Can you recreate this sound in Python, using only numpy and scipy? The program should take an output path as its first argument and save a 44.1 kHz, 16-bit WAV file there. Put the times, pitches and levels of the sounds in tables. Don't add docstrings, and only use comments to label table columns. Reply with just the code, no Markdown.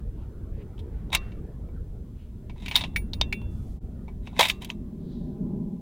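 import sys
import numpy as np
from scipy import signal
from scipy.io import wavfile
from scipy.ndimage import uniform_filter1d

SR = 44100
rng = np.random.default_rng(int(sys.argv[2]) if len(sys.argv) > 2 else 0)


def master(y):
    cut = np.clip(np.atleast_2d(y).T, -1, 1)
    pcm = np.round(cut * 32767)
    wavfile.write(sys.argv[1], SR, pcm.astype(np.int16))


N = 256220

# frequency in Hz, width in Hz, level in dB.
STOCK = [(509, 120, -3.5), (670, 290, 1.5), (998, 110, 6.5)]


def amp(db):
    return 10 ** (np.asarray(db) / 20)


def evened(x):
    return x / np.sqrt(np.mean(x ** 2) + 1e-20)


def add(mix, start_s, sound):
    part = mix[round(start_s * SR):][:len(sound)]
    part += sound[:len(part)]


def band(x, lo_hz, hi_hz):
    corners = [lo_hz, min(hi_hz, SR / 2.1)]
    return signal.sosfilt(signal.butter(2, corners, "band", fs=SR, output="sos"), x)


def resonate(x, hz, width_hz):
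    turn = np.exp(2j * np.pi * np.cumsum(hz * np.ones(len(x))) / SR)
    r = np.exp(-np.pi * width_hz / SR)
    return 2 * turn * signal.lfilter([1 - r], [1, -r], x / turn + 1e-18)


def body(x, peaks):
    total = 0
    for k, (hz, width_hz, db) in enumerate(peaks):
        total = total + (-1) ** k * amp(db) * resonate(x, hz, width_hz).real
    return evened(total)


def ring(modes, t, hz=1.0, reach_db=0):
    f, db, t60 = np.transpose(modes)[:, :, None]
    phase, luck = rng.random((len(modes), 2)).T[:, :, None]
    distance = np.minimum(abs(np.log2(f / hz)) / 0.31, 1)
    db = db - reach_db * distance + 5 * (luck - .5)
    return (amp(db - 60 * t / t60) * np.sin(2 * np.pi * (f * t + phase))).sum(axis=0)


def noise(points, patchy_db):
    frames, hz = N // 512 + 5, np.fft.rfftfreq(2048, 1 / SR)
    real, imaginary, patches = rng.standard_normal((frames, 1025, 3)).T
    patches = uniform_filter1d(patches, size=10, axis=0)
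    patches = evened(uniform_filter1d(patches, size=6, axis=1))
    f, db = np.transpose(points)
    colour = np.interp(np.log(hz + 1), np.log(f), db)[:, None]
    spectra = (real + 1j * imaginary) * amp(colour + patchy_db * patches)
    return evened(signal.istft(spectra, nperseg=2048, noverlap=1536)[1][:N])


def wind():
    # time in seconds, then levels of buffeting, far rumble and rush in dB.
    wind_levels = [(0.0, -37.5, -52, -53.5), (1.25, -34.5, -49, -47), (2.28, -40, -50.5, -57.5),
                   (3.27, -31.5, -42, -47.5), (3.75, -36, -46.5, -54.5), (4.95, -41, -39.5, -56.5),
                   (5.53, -43, -30, -59.5), (5.81, -45, -36.5, -74)]
    # frequency in Hz, density in dB per Hz.
    buffet_colour = [(6, -29), (25, -5), (40, 3.5), (70, -0.5), (120, -7.5), (300, -24), (800, -45),
                     (2000, -81)]
    # frequency in Hz, density in dB per Hz.
    rumble_colour = [(60, -22.5), (140, -1), (220, -2), (330, -7), (440, -22), (600, -27.5), (1000, -37),
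                     (1200, -51.5), (2500, -90)]
    # frequency in Hz, density in dB per Hz.
    rush_colour = [(100, -4), (300, -0.5), (440, -1.5), (520, -10.5), (1000, -21.5), (1500, -26),
                   (2500, -38.5), (5000, -55)]
    echo_s, echo_gain = .00495, 0.65
    t = np.arange(N) / SR
    times, *columns = np.transpose(wind_levels)
    buffet_db, rumble_db, rush_db = (np.interp(t, times, column) for column in columns)
    rumble = noise(rumble_colour, patchy_db=2.0)
    rumble = evened(rumble + echo_gain * np.roll(rumble, round(echo_s * SR)))
    buffet = noise(buffet_colour, patchy_db=1.5)
    rush = noise(rush_colour, patchy_db=4.0)
    return amp(buffet_db) * buffet + amp(rumble_db) * rumble + amp(rush_db) * rush


def microphone_hiss():
    # frequency in Hz, density in dB per Hz.
    hiss_colour = [(880, -27.5), (1500, -4.5), (2880, -7), (3250, -4), (5220, -13), (14100, -15.5),
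                   (16000, -10)]
    return amp(-75) * noise(hiss_colour, patchy_db=0)


def grip(start_s, swell_s, fade_s, db, hz):
    edge_db = -16.5
    rub = rng.standard_normal(SR)[:round((swell_s + fade_s) * SR)]
    t = np.arange(len(rub)) / SR
    shape = amp(db + edge_db * np.maximum(1 - t / swell_s, (t - swell_s) / fade_s))
    rustle = evened(resonate(resonate(rub, hz, 1400).real, hz, 1400).real)
    sound = rustle + 0.17 * evened(band(rub, 1200, 3100))
    return start_s, shape * sound * signal.windows.tukey(len(rub), .2)


def crack(x, hz):
    width_hz = 0.35 * hz
    contact = resonate(resonate(x, hz, width_hz).real, hz, width_hz).real
    return evened(contact + 0.17 * band(x, 1500, 4300))


def rattle(t):
    t60_s = 0.062
    loose = [(1700 + 5500 * u ** 1.5, -8 * v, t60_s * (.5 + w)) for u, v, w in rng.random((24, 3))]
    return amp(-31.5) * ring(loose, t)


def pins(t, t60):
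    small = [(4300 + 11000 * u ** 2.2, -8 * v, 0.6 * t60) for u, v in rng.random((16, 2))]
    return amp(-14) * ring(small, t)


def steel_ring(t, hz, t60):
    # frequency in Hz, level in dB, t60 in seconds.
    steel_modes = [(2027, -9, .07), (2273, 0, .085), (3097, -2, .04), (3290, -7, .05), (3660, 3, .06),
                   (3780, -3, .045), (4230, -8, .05), (4600, -8, .06), (5150, -12, .04), (5600, -16, .05)]
    ring_db = 0.5 + 5.5 * np.log2(max(t60, .004) / 0.063)
    return amp(ring_db) * ring(steel_modes, t, hz, reach_db=20)


def barrel_ring(t, start_s, by_case):
    # frequency in Hz, level in dB when the bolt strikes, level in dB when the case strikes,
    # t60 in seconds.
    barrel_modes = [(1075, -4, -30, .2), (1190, -9, -30, .3), (1970, -6, -20, .16), (2487, -24, -5, .18),
                    (2724, -3.5, 0, .33), (3472, -40, -20, .9), (3580, -6, -16, .2)]
    locked_s, locked_hz, locked_db = 4.49, 1150, 12
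    modes = [(f, case_db if by_case else bolt_db, t60) for f, bolt_db, case_db, t60 in barrel_modes]
    return ring(modes, t, locked_hz, reach_db=locked_db * (start_s > locked_s))


def case_ping(t):
    # frequency in Hz, level in dB, t60 in seconds.
    brass_modes = [(6745, -15, .12), (9636, 0, .17), (15085, -1, .13), (15350, -2, .16)]
    return ring(brass_modes, t)


def blow(peak_s, db, hz, thud_db, treble_db, t60, barrel_db=-28.5, brass_db=None):
    rise_s = .0013
    barrel_per_db = 0.07
    t = np.arange(SR // 2) / SR
    crack_noise, thud_noise, tick_noise = rng.standard_normal((3, len(t)))
    onset = np.minimum(t / rise_s, 1) ** 2
    fall = amp(-60 * np.maximum(t - rise_s, 0) / max(t60, .004))
    tick = evened(band(tick_noise, 3200, 15500))
    thud = body(thud_noise, STOCK)
    sound = .5 * fall * (crack(crack_noise, hz) + amp(treble_db) * tick + amp(thud_db) * thud)
    sound += rattle(t) + steel_ring(t, hz, t60)
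    sound += amp(barrel_db + barrel_per_db * db) * barrel_ring(t, peak_s, brass_db is not None)
    sound += amp(treble_db) * pins(t, t60)
    if brass_db is not None:
        sound += amp(brass_db) * case_ping(t)
    return peak_s - rise_s, amp(db) * onset * sound


def slide(start_s, swell_s, hold_s, t60, db, treble_db, stock_db):
    # frequency in Hz, width in Hz, level in dB.
    rail_peaks = [(2110, 300, -5.5), (2620, 110, 0.5), (3320, 1100, -9), (3830, 190, 1)]
    t = np.arange(SR // 2) / SR
    swell = np.minimum(t / swell_s, 1) ** 3.5
    force = swell * amp(-60 * np.maximum(t - swell_s - hold_s, 0) / t60)
    rub = rng.standard_normal((3, len(t)))
    chance, size = rng.random((2, len(t)))
    grit = (chance < 1200 / SR) * amp(-5. * np.log(size + 0.022))
    clumps = amp(2.8 * evened(uniform_filter1d(rng.standard_normal(len(t)), size=150)))
    rail_slips, fizz_slips, stock_slips = rub * clumps * (0.56 + grit)
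    scrape = body(rail_slips, rail_peaks) + 0.2 * evened(band(rail_slips, 1300, 8300))
    fizz = evened(band(fizz_slips, 5400, 17000))
    sound = scrape + amp(treble_db) * fizz + amp(stock_db) * body(stock_slips, STOCK)
    return start_s, amp(db) * force * sound


def sleeve():
    # start in seconds, length in seconds, level in dB.
    drag = (3.44, 0.38, -71)
    start_s, length_s, db = drag
    rub = rng.standard_normal(SR)[:round(length_s * SR)]
    return start_s, amp(db) * evened(band(rub, 1600, 12600)) * signal.windows.tukey(len(rub), .6)


def scene():
    # start in seconds, swell in seconds, fade in seconds,
    # level in dB, rustle centre in Hz.
    grips = [(0.081, 0.15, 0.046, -71.5, 2720), (0.522, 0.1, 0.027, -64, 2200),
             (0.862, 0.11, 0.19, -68.5, 1620), (1.158, 0.063, 0.2, -58, 1440), (2.12, .1, 0.11, -70, 2710),
             (4.971, 0.16, 0.25, -66, 3755)]
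    # time of the attack's top in seconds, level in dB, contact pitch in Hz,
    # stock thud in dB, treble in dB, crack t60 in seconds.
    knocks = [(0.78, -50, 2950, -20, -20, 0.03), (0.792, -47.5, 3330, -24, -11, 0.073),
              (1.1033, -43.5, 3480, 10.5, -25, 0.017), (1.131, -17.5, 2168, 0, -11.5, 0.013),
              (1.1496, -8.5, 2690, -23.5, -6, 0.028), (1.171, -32, 4100, -20, -28.5, 0.037),
              (1.3194, -48, 2450, -4, -28.5, 0.058), (1.6887, -61.5, 2200, 10.5, -28, 0.045),
              (2.4971, -43, 2440, -1.5, -37, 0.076), (2.5611, -54, 1930, 6, -33, 0.064),
              (2.601, -57, 3740, 6, -9, 0.074), (2.6611, -26.5, 2621, -52, -20.5, 0.044),
              (2.7125, -25.5, 2550, -10, -21, 0.1), (2.7633, -11.5, 3675, -1.5, -1.5, 0.0077),
              (2.7714, -27.5, 3490, -4, -31.5, 0.048), (2.81, -26.5, 3440, -2, -32, 0.065),
              (2.8383, -24, 2850, -4, -32, 0.063), (4.0811, -49.5, 2180, 8, -44, 0.087),
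              (4.2724, -35, 2530, 3, -52.5, 0.042), (4.33, -58.5, 3500, 16, -28.5, 0.059),
              (4.3655, -37.5, 1870, -13, -35.5, 0.044), (4.394, -6.5, 557.5, -22.5, -40.5, 0.033),
              (4.397, -17, 1050, -20, -40, 0.05), (4.3945, -23.5, 3840, 16.5, -27.5, 0.09),
              (4.4166, -11.5, 3120, -3, -24.5, 0.013), (4.429, -17.5, 2570, -20, -22.5, 0.11),
              (4.451, -19, 3200, -23.5, -28, 0.076), (4.4864, -27.5, 5060, -14, -3, 0.034),
              (4.4997, -10, 2900, -34, -38.5, 0.024), (4.6208, -35, 3030, -3, -7, 0.038),
              (4.647, -29.5, 3200, -24, -6, 0.037), (4.7018, -20.5, 2840, -11.5, -36.5, 0.017)]
    # start in seconds, swell in seconds, hold in seconds,
    # fall t60 in seconds, scrape level in dB, treble in dB, stock in dB.
    slides = [(1.112, .02, 0.025, 0.049, -27.5, -25, -6.5), (2.5, 0.13, 0.19, .05, -53, -37, -6),
              (2.741, 0.0042, 0.035, 0.22, -34.5, -39, -9), (4.175, 0.093, 0.0018, .25, -59.5, -19, -6),
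              (4.301, 0.096, .002, 0.046, -41.5, -31, -1), (4.386, 0.0071, 0.022, 0.2, -20.5, -12, -4),
              (4.476, 0.0074, 0.024, 0.05, -33, -9, -15.5), (4.592, 0.031, 0.0018, 0.16, -45, -29, -4),
              (4.676, 0.019, .002, 0.11, -48, -10, 2.5)]
    # the columns of the knocks, then barrel in dB, brass ping in dB.
    bounces = [(2.6823, -26.5, 2546, -17.5, -22.5, 0.057, -33.5, -21.5),
               (2.7561, -12, 3600, -27, -15, 0.09, -29, -25.5),
               (2.9614, -16, 2280, -25, -42, 0.044, -38.5, -23.5),
               (3.1346, -26.5, 3981, -15, -29.5, 0.032, -30.5, -29.5),
               (3.2133, -7.5, 3520, -5, -40.5, 0.017, -37, -64),
               (3.231, -41.5, 2870, -4, -21, 0.055, -23, -40),
               (3.3262, -17, 2440, -19.5, -28.5, 0.036, -21.5, -35),
               (3.4162, -47, 2700, 9, -26, 0.027, -15, -23)]
    near = np.zeros(N)
    for row in grips:
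        add(near, *grip(*row))
    for row in knocks + bounces:
        add(near, *blow(*row))
    for row in slides:
        add(near, *slide(*row))
    add(near, *sleeve())
    mono = near + wind() + microphone_hiss()
    return np.array([mono, mono])


def record(dry):
    dip_s, dip_half_s = 3.8, 0.03
    edge_hz = 16000
    fade = np.clip(abs(np.arange(N) / SR - dip_s) / dip_half_s, .02, 1)
    hiss = band(band(rng.standard_normal((2, N)), 2300, 19000), 2300, 19000)
    hiss = amp(-75) * evened(hiss)
    out = 0.79 * np.tanh(fade * (dry + hiss) / 0.72)
    low_pass = signal.firwin(511, edge_hz, window=("kaiser", 9), fs=SR)
    return signal.oaconvolve(out, low_pass[None], "same")


dry = scene()
out = record(dry)
master(out)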